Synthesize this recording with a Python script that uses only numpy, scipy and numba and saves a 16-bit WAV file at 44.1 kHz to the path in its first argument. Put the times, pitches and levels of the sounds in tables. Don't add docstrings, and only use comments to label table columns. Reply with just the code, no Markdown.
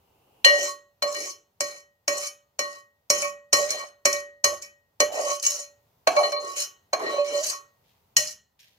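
import sys
import numpy as np
from scipy import signal
from scipy.fft import rfft, irfft, next_fast_len
from scipy.io import wavfile
from scipy.ndimage import map_coordinates
from numba import njit

SR = 44100
rng = np.random.default_rng(int(sys.argv[2]) if len(sys.argv) > 2 else 0)


def boost(x):
    u = np.asarray(x, float) / 20
    return 10 ** u


def generate_wav(signal):
    frames = np.transpose(np.atleast_2d(signal))
    scaled = np.clip(frames, -1, 1) * 32767
    pcm = np.round(scaled).astype(np.int16)
    wavfile.write(sys.argv[1], SR, pcm)


N = 387179


def gesture(start, top, end, db, rise, sag, release):
    t = np.arange(0, N / SR + .002, .001)[:, None]
    shape = db - rise * np.maximum(top - t, 0) - sag * np.maximum(t - top, 0)
    shape = shape - release * np.maximum(t - end, 0)
    shape = shape - 4000 * np.maximum(start - t, 0)
    gain = boost(np.maximum(shape, -200)).sum(axis=1)
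    return np.interp(np.arange(N) / SR, t[:, 0], gain)


def wander(depth_db, step_s):
    knots = np.arange(0, N / SR + 1, step_s)
    gain = boost(depth_db * rng.standard_normal(N // 100)[:len(knots)])
    return np.interp(np.arange(N) / SR, knots, gain)


def rms_one(x):
    return x / np.sqrt(np.mean(x ** 2) + 1e-20)


def at_hz(points, hz):
    points_hz, values = np.transpose(points)
    return np.interp(np.log(hz), np.log(points_hz), values)


def colour(size, spectrum):
    hz = np.maximum(np.arange(size // 2 + 1) * SR / size, 1)
    below = np.maximum(np.log2(spectrum[0][0] / hz), 0)
    above = np.maximum(np.log2(hz / spectrum[-1][0]), 0)
    return hz, boost(at_hz(spectrum, hz) - 120 * (below + above))


# frequency in Hz, left-right likeness 0 to 1.
LIKENESS = [(60, 0.92), (300, .93), (700, 0.099), (1400, .1), (4000, 0.055)]


def hiss(spectrum, grain_db=0.0):
    grains = boost(grain_db * np.minimum(rng.exponential(1, N), 5))
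    size = next_fast_len(N)
    mid, side = rfft(grains * rng.standard_normal((2, N)), size)
    hz, gain = colour(size, spectrum)
    alike = np.clip(at_hz(LIKENESS, hz), 0, 1)
    both = np.sqrt(1 + alike) * mid + np.sqrt(1 - alike) * side * [[1], [-1]]
    return rms_one(irfft(both * gain, size)[:, :N])


def reshape(x, gain):
    hz, s, spectra = signal.stft(x, SR, nperseg=512)
    return signal.istft(spectra * gain(hz[:, None], s), SR, nperseg=512)[1][:, :N]


def patchy(x, depth_db, width_hz, length_s):
    field = rng.standard_normal((200, 800))

    def gain(hz, s):
        spots = np.broadcast_arrays(np.minimum(hz / width_hz, 198), np.minimum(s / length_s, 798))
        return boost(depth_db * map_coordinates(field, spots, order=1))

    return rms_one(reshape(x, gain))


# time in seconds, spoon clank in dB, pot in dB,
# height from -2 floor to +2 lip, place around the wall from -2 to +2.
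KNOCKS = [(0.446, -7, -24.5, 2.5, -0.9), (1.0227, -19.0, -35, 0.52, -1.23),
          (1.605, -12.5, -37.5, -0.37, 0.42), (2.0786, -12, -33.5, -0.6, 1.2),
          (2.59, -17.0, -36, 0.1, 0.16), (3.1003, -6.5, -32.5, -0.47, 0.091),
          (3.5289, -4.5, -28, 0.42, -0.47), (4.0534, -5.0, -28.5, -0.63, 1.16),
          (4.4417, -6, -30, 0.38, -0.25), (5.002, -8, -27, 0.12, 0.028),
          (6.0719, -16.5, -28.5, -2.2, -0.53), (6.9311, -23.5, -36.5, -2, -1.76),
          (8.1659, -3, -32, 2.32, -0.69)]
BOUNCES = [(1.1443, -27.0, -36, 0.44, -0.2), (3.1171, -26.5, -43.5, -0.092, 2.5),
           (3.2189, -18, -37, -2.16, 2), (3.704, -15, -39, -0.93, 0.8), (3.7941, -44.5, -42, 0.042, 1.1),
           (4.128, -17, -38, -0.98, 1.14), (4.6216, -29, -52.5, -0.52, 2.2),
           (5.4226, -36, -55.5, 0.22, 1.46), (6.1633, -27.0, -29, -2.93, -1.1),
           (6.2294, -38, -28.5, 0.31, -0.7), (6.3194, -29, -34.5, -1.4, -0.9),
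           (6.3564, -64.0, -40.5, -0.2, -2.46)]


def blows():
    return np.vstack([KNOCKS, BOUNCES]).T


def clicks(s, db):
    out = np.zeros(N)
    at = (s * SR).astype(int)
    out[at - round(.003 * SR)] = .06 * boost(db)
    out[at] = 0.68 * boost(db)
    out[at + round(.0012 * SR)] = 1.66 * boost(db)
    return out


CATCH_S = .011


def smeared(s, db, hz):
    t, landed = np.arange(round(.06 * SR)) / SR, len(KNOCKS)
    run = np.exp(-t / CATCH_S)
    run = 2 * run * np.cos(2 * np.pi * hz * t) / run.sum()
    bounces = signal.fftconvolve(clicks(s[landed:], db[landed:]), run)[:N]
    return clicks(s[:landed], db[:landed]) + bounces


LIP_HEIGHT, LIP_LOSS_DB = 0.29, 14


def lip_loss_db(height):
    return LIP_LOSS_DB * np.maximum(height - LIP_HEIGHT, 0)


# start in seconds, fastest in seconds, lift in seconds,
# edge grit in dB, weight on the wall in dB.
STROKES = [(0.462, 0.64, 0.72, -32.5, -34.5), (1.065, 1.251, 1.317, -36.5, -39),
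           (1.637, 1.7, 1.805, -45, -46.5), (2.096, 2.241, 2.282, -34, -38), (2.605, 2.72, 2.81, -50, -49),
           (3.126, 3.201, 3.294, -33.5, -33.5), (3.529, 3.605, 3.75, -33.5, -36.5),
           (3.694, 3.675, 3.88, -36.5, -36), (4.1, 4.13, 4.2, -38.5, -44), (4.444, 4.5, 4.58, -42.5, -46),
           (4.619, 4.621, 4.66, -44.5, -57), (5.12, 5.315, 5.36, -32.5, -32.5),
           (5.428, 5.459, 5.64, -26.5, -42), (6.119, 6.24, 6.33, -40.5, -32.5),
           (6.401, 6.5, 6.72, -43, -42), (6.564, 6.605, 6.64, -28.5, -39.5),
           (6.995, 7.115, 7.25, -44.5, -29), (7.246, 7.408, 7.57, -36, -36.5),
           (7.432, 7.439, 7.52, -28.5, -56), (8.175, 8.193, 8.33, -31, -61)]
BUILD_DB_PER_S, SLOW_DB_PER_S, LIFT_DB_PER_S = 60.5, 92.5, 700
WEIGHT_BUILDS_DB_PER_S, WEIGHT_EASES_DB_PER_S, WEIGHT_LEADS_S = 25, 20, .04
RASP_DB, HOLLOW_DB = -6, -18
RASP_FROM_EDGE_DB = -8
SKID_T60_S, SKID_EDGE_DB, SKID_WALL_DB, SKID_RASP_DB = 0.15, -27, 2, -2.5
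SKID_HOLLOW_DB, HOLLOW_T60_S, SKID_AROUND_DB = 2.5, 0.17, -6


def skid(s, db, delay_s, t60_s):
    return gesture(s + delay_s, s + delay_s, s + 1, db, 0, 60 / t60_s, 0)


def drags():
    start, fastest, lift, grit_db, weight_db = np.transpose(STROKES)
    edge = gesture(start, fastest, lift, grit_db, BUILD_DB_PER_S, SLOW_DB_PER_S, LIFT_DB_PER_S)
    weight = gesture(start, (start + fastest) / 2, lift - WEIGHT_LEADS_S, weight_db,
                     WEIGHT_BUILDS_DB_PER_S, WEIGHT_EASES_DB_PER_S, LIFT_DB_PER_S)
    s, clank_db, pot_db, height, around = np.transpose(KNOCKS)
    deep = skid(s, pot_db - lip_loss_db(height), .005, HOLLOW_T60_S)
    bright = skid(s, clank_db, .012, SKID_T60_S)
    heavy = skid(s, pot_db, .012, SKID_T60_S)
    flat = skid(s, pot_db + SKID_AROUND_DB * around, .012, SKID_T60_S)
    hollow = boost(HOLLOW_DB) * weight + boost(SKID_HOLLOW_DB) * deep
    wall = weight + boost(SKID_WALL_DB) * flat
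    rasp = boost(RASP_DB) * weight + boost(SKID_RASP_DB) * heavy + boost(RASP_FROM_EDGE_DB) * edge
    return edge + boost(SKID_EDGE_DB) * bright, hollow, wall, rasp


# start in seconds, end in seconds, pressure in dB.
PRESS = [(0.563, 0.733, -19), (1.03, 1.3, -14), (3.1, 3.277, -19.5), (3.658, 3.86, -7),
         (4.08, 4.189, -28.5), (4.459, 4.58, -15.5), (4.6, 4.646, -12), (5.028, 5.106, -5), (5.1, 5.4, -12),
         (5.433, 5.594, -15.5), (6.079, 6.117, 1.5), (6.1, 6.42, -6.5), (6.942, 7.018, 0.5),
         (6.963, 7.115, -5.5), (7.41, 7.441, -2), (7.444, 7.53, -11.5), (8.171, 8.45, -4.5)]
PRESS_EASES_DB_PER_S, LET_GO_DB_PER_S = 10, 600.5
DRAG_PRESS_DB = -18


def pressure(damping_per_s, stiffen_hz):
    start, end, db = np.transpose(PRESS)
    load = gesture(start, start, end, db, 0, PRESS_EASES_DB_PER_S, LET_GO_DB_PER_S)
    touch, _, lift = np.transpose(STROKES)[:3]
    dragged = gesture(touch, touch, lift, DRAG_PRESS_DB, 0, 0, LET_GO_DB_PER_S)
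    load = load + (stiffen_hz > 0) * dragged
    return np.exp((2j * np.pi * stiffen_hz * load ** 2 - damping_per_s * load) / SR)


def grit(per_s, spread_db):
    sizes = boost(spread_db * np.minimum(rng.exponential(1, N), 5)) * rng.choice([-1, 1], N)
    return rms_one(sizes * (rng.random(N) < per_s / SR))


@njit
def swing(force, pole, bend, left, right):
    out, state = np.zeros((2, len(force))), 0j
    for i in range(len(force)):
        state = pole * bend[i] * state + force[i]
        out[0, i], out[1, i] = (state * left).imag, (state * right).imag
    return out


def ring(force, hz, t60, lead, pan_db, bend):
    pole = boost(-60 / (t60 * SR)) * np.exp(2j * np.pi * hz / SR)
    port = np.exp(.5j * lead) * boost(pan_db / 2)
    return swing(force + 1e-18, pole, bend, port, 1 / port)


def steady(t60):
    return 2 * np.sqrt(np.log(1000) / (t60 * SR))


POT_HZ = [577, 690, 790, 1109, 1218, 1888, 2276, 2517, 2876, 2998, 3035, 4060, 4201, 4375]
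# knock in dB, drag in dB, T60 in seconds, left lead in radians,
# left-right in dB, ring number.
POT = [(1.5, 2, 0.46, 0.15, -5, 0), (-3, -22, 0.029, 2, -3, 8), (-6, -22.5, 0.055, -3.5, -2.5, 8),
       (7.5, -2.5, 0.24, 4.5, -0.5, 1), (-2, -16.5, 0.36, 4, 1.5, 1), (6, -8, 0.47, 2.5, 1.5, 2),
       (0, -10.5, 0.1, -2, 1, 4), (-1, -15.5, 0.19, -2.5, 0, 3), (0, -17.5, 0.14, 4, 1, 5),
       (5.5, -19, 0.19, 7.5, 1, 6), (-4.5, -12.5, 0.13, -3.5, 6, 6), (-8.5, -14, 0.1, 0.45, 6.5, 7),
       (2.5, -6, 0.17, 2, 2, 7), (-10.5, -17, 0.16, -3, -4, 7)]
# level in dB, dB per unit of height,
# dB per unit around the wall.
RINGS = [(8, -3, -1.44), (-0.75, -2.5, -3), (-1.5, 5, 3.5), (-11.5, -1.5, 8.5), (6, -3.0, 1),
         (-1.5, 7.5, 0.0), (-3, 5, 1.5), (4, 1.5, -4.5), (-1.73, -5.5, -4.5)]


def pot(wall, rasp):
    s, _, pot_db, height, around = blows()
    slips, out = grit(6000, spread_db=3.0), 0
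    press = pressure(damping_per_s=75, stiffen_hz=0)
    stiff = pressure(damping_per_s=33, stiffen_hz=58.0)
    for hz, (knock_db, drag_db, t60, lead, pan_db, number) in zip(POT_HZ, POT):
        lowest = hz == POT_HZ[0]
        feed = wall if hz < 2000 else rasp
        drag = slips * wander(depth_db=6.5, step_s=0.05) * feed * boost(drag_db) * steady(t60)
        ring_db, up_db, around_db = RINGS[int(round(number))]
        place_db = ring_db + up_db * height + around_db * around - lip_loss_db(height) * lowest
        struck = smeared(s, pot_db + place_db + knock_db, hz)
        out = out + ring(struck + drag, hz, t60, lead, pan_db, stiff if lowest else press)
    no_bass = signal.butter(4, 400, "high", fs=SR, output="sos")
    return signal.sosfilt(no_bass, out)


CLANK_HZ = [4890, 5390, 5555, 5840, 6090, 6238, 6385, 6570, 6860, 7250, 7490, 8100, 10700]
# level in dB, T60 in seconds.
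CLANK = [(-6, 0.036), (1.5, .08), (-1.5, .1), (0.5, 0.02), (-14, .08), (-6.5, 0.089), (6, 0.036),
         (-14, 0.011), (-2, 0.087), (-3, 0.018), (-12, .06), (-12, .04), (-10, 0.0086)]
# time in seconds, spoon clank in dB.
TICKS = [
    (3.796, -26),
    (5.3976, -23),
    (5.465, -6),
    (6.571, -26),
    (7.435, -22.5),
    (8.601, -48.5),
]


def spoon(edge):
    slips, out = grit(4200, spread_db=4.5), 0
    press = pressure(damping_per_s=40, stiffen_hz=0)
    s, clank_db = np.hstack([blows()[:2], np.transpose(TICKS)])
    chance = rng.standard_normal((len(s), len(CLANK)))
    for k, (hz, (db, t60)) in enumerate(zip(CLANK_HZ, CLANK)):
        struck = clicks(s, clank_db + db - 15.5 + 5 * chance[:, k])
        drag = slips * wander(depth_db=4.5, step_s=0.07) * edge * boost(db - 10.5) * steady(t60)
        out = out + ring(struck + drag, hz, t60, rng.uniform(-7, 2.2), rng.normal(0, 3.8), press)
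    return signal.sosfilt(signal.butter(4, 3800, "high", fs=SR, output="sos"), out)


# frequency in Hz, density in dB per Hz.
GRIT = [(2500, -32), (3600, -28), (4200, -11), (5000, -9.5), (6400, 0), (7400, -7), (8500, -13),
        (11000, -16), (14000, -24), (16500, -38)]
RASP = [(900, -9), (1500, -4.5), (2500, -5.5), (3100, -9.5), (3500, -21), (4500, -9)]
HOLLOW = [(120, -29.5), (200, -14.5), (350, -2.5), (550, 1.5), (800, -25), (1200, -6.5)]
GRIT_NOISE_DB, RASP_NOISE_DB = 1.5, -11


def scrape(edge, hollow, rasp):
    edge_hiss = patchy(hiss(GRIT, grain_db=4.0), depth_db=7, width_hz=300, length_s=.03)
    edge_hiss = edge_hiss * edge * boost(GRIT_NOISE_DB) * wander(depth_db=3.5, step_s=.006)
    wall_rasp = patchy(hiss(RASP, grain_db=6.0), depth_db=5.5, width_hz=200, length_s=.05)
    wall_rasp = wall_rasp * rasp * boost(RASP_NOISE_DB)
    return edge_hiss + wall_rasp + hollow * hiss(HOLLOW, grain_db=5.0)


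def burst(db, spectrum, t60):
    fall = signal.lfilter([1], [1, -boost(-60 / (t60 * SR))], clicks(blows()[0], db))
    return signal.lfilter([.03], [1, -.97], fall) * hiss(spectrum)


SLAP_T60_S, SOFT_SLAP_DB = .07, -12


def contact():
    _, clank_db, pot_db, height, _ = blows()
    bounce = np.arange(len(height)) >= len(KNOCKS)
    crack = burst(clank_db - 8.0, GRIT, .04)
    slap = burst(pot_db - 3.1 * height - 0.5 + SOFT_SLAP_DB * bounce, RASP, SLAP_T60_S)
    thud = burst(clank_db - 43.5, [(30, -5.5), (90, -1), (300, -1)], .12)
    return crack + slap + thud


# start in seconds, loudest in seconds, end in seconds,
# level in dB, first resonance in Hz.
POCKET = [
    (0.499, 0.632, 0.68, -38.5, 417),
    (1.123, 1.2, 1.32, -37, 397.5),
    (5.093, 5.212, 5.2, -23.5, 700),
    (6.082, 6.2, 6.47, -22.5, 780),
    (6.38, 6.444, 10, -39, 430),
    (6.949, 7.051, 7.2, -24.5, 830),
    (7.22, 7.324, 7.9, -34.5, 470),
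]
POCKET_SINKS_HZ_PER_S, POCKET_SWELL_DB_PER_S, POCKET_FADE_DB_PER_S = 1000, 200, 139


def pocket():
    start, top, end, db, first_hz = np.transpose(POCKET)
    last_hz = np.maximum(first_hz - POCKET_SINKS_HZ_PER_S * (end - start), 320)
    s, centre_hz = np.c_[start, end].ravel(), np.c_[first_hz, last_hz].ravel()

    def peak(hz, t):
        return 1 / (1 + ((hz - np.interp(t, s, centre_hz)) / 95) ** 2)

    level = gesture(start, top, end, db, POCKET_SWELL_DB_PER_S, POCKET_FADE_DB_PER_S, LIFT_DB_PER_S)
    return level * rms_one(reshape(hiss([(250, -18.5), (1400, 4)], grain_db=4.5), peak))


# frequency in Hz, T60 in seconds.
KITCHEN = [(100, 0.69), (500, 0.4), (2000, 0.35), (6000, 0.24), (14000, 0.21)]
KITCHEN_DB = -6


def kitchen(x):
    t, tail = np.arange(SR // 2) / SR, 0
    white = np.array([[1, .5], [.5, 1]]) @ rng.standard_normal((2, len(t)))
    for low in 60 * 2 ** np.arange(8):
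        band = signal.sosfilt(signal.butter(2, [low, 2 * low], "band", fs=SR, output="sos"), white)
        tail = tail + band * boost(-60 * t / at_hz(KITCHEN, np.sqrt(2) * low))
    tail = tail * np.clip(t / 0.0069, 0, 1)
    tail = tail / np.sqrt(np.sum(tail ** 2))
    return boost(KITCHEN_DB) * signal.fftconvolve(x[:1], tail, axes=1)[:, :N]


# start in seconds, loudest in seconds, end in seconds, level in dB.
RUSTLE = [
    (5.819, 5.86, 5.7, -69),
    (7.842, 7.891, 8.0, -65.5),
    (8.594, 8.6, 9.47, -53),
]
# frequency in Hz, density in dB per Hz.
CLOTH = [(710, -68.5), (1200, -50), (1590, -9.5), (3220, -4), (6720, -12.5), (8080, -21.5), (14500, -13.5),
         (16000, -29.5)]


def sleeve():
    return gesture(*np.transpose(RUSTLE), 83, 90, 500) * hiss(CLOTH, grain_db=5.0)


# start in seconds, loudest in seconds, end in seconds, level in dB.
SLIDE = [
    (0.0, .4, .44, -61),
]
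# frequency in Hz, density in dB per Hz.
NOODLES = [(88, -41), (150, -12), (420, -2.5), (595, -8), (844, -2.5), (1870, -31), (2860, -8), (3690, -30),
           (15500, -24)]


def noodles():
    return gesture(*np.transpose(SLIDE), 22, 30, 500) * hiss(NOODLES, grain_db=3.0)


DUCK_DB, DUCK_BACK_DB_PER_S = 11, 12.5


def ducking():
    t, s = np.arange(N) / SR, np.r_[-9, np.array(KNOCKS)[:, 0]]
    since = t - s[np.searchsorted(s, t) - 1]
    return boost(-np.maximum(DUCK_DB - DUCK_BACK_DB_PER_S * since, 0))


# low in dB, hiss in dB.
TONE = (-74, -79.5)
# frequency in Hz, density in dB per Hz.
TONE_LOW = [(15, -43), (25, -23.5), (101, -3.5), (326, -20), (363, -19.5), (398, -14), (730, -14),
            (926, -14), (2000, -30), (2600, -64), (4400, -120)]
TONE_HISS = [(1180, -46.5), (2000, -2.5), (4020, -4.5), (5820, -6.5), (6410, -7), (9050, -12.5),
             (15100, -2), (16100, -8), (16500, -22)]
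WHINE_HZ, WHINE_DB = 14610, -8


def room_tone():
    low_db, hiss_db = TONE
    whine = boost(WHINE_DB) * np.sin(2 * np.pi * WHINE_HZ * np.arange(N) / SR)
    tone = boost(low_db + 7.5) * hiss(TONE_LOW) + boost(hiss_db + 8.5) * (hiss(TONE_HISS) + whine)
    return tone * ducking()


def scene():
    edge, hollow, wall, rasp = drags()
    close = pot(wall, rasp) + spoon(edge) + contact() + scrape(edge, hollow, rasp) + pocket()
    return close + kitchen(close) + sleeve() + noodles() + room_tone()


def top_cut(x):
    return signal.sosfilt(signal.butter(12, 16990, fs=SR, output="sos"), x)


CUTOFF_HZ = 17000


def record(dry):
    rounded = 0.82 * np.tanh(dry / 1.173)
    low_pass = signal.cheby2(12, 70, CUTOFF_HZ, fs=SR, output="sos")
    return top_cut(signal.sosfilt(low_pass, rounded))


dry = scene()
out = record(dry)
generate_wav(out)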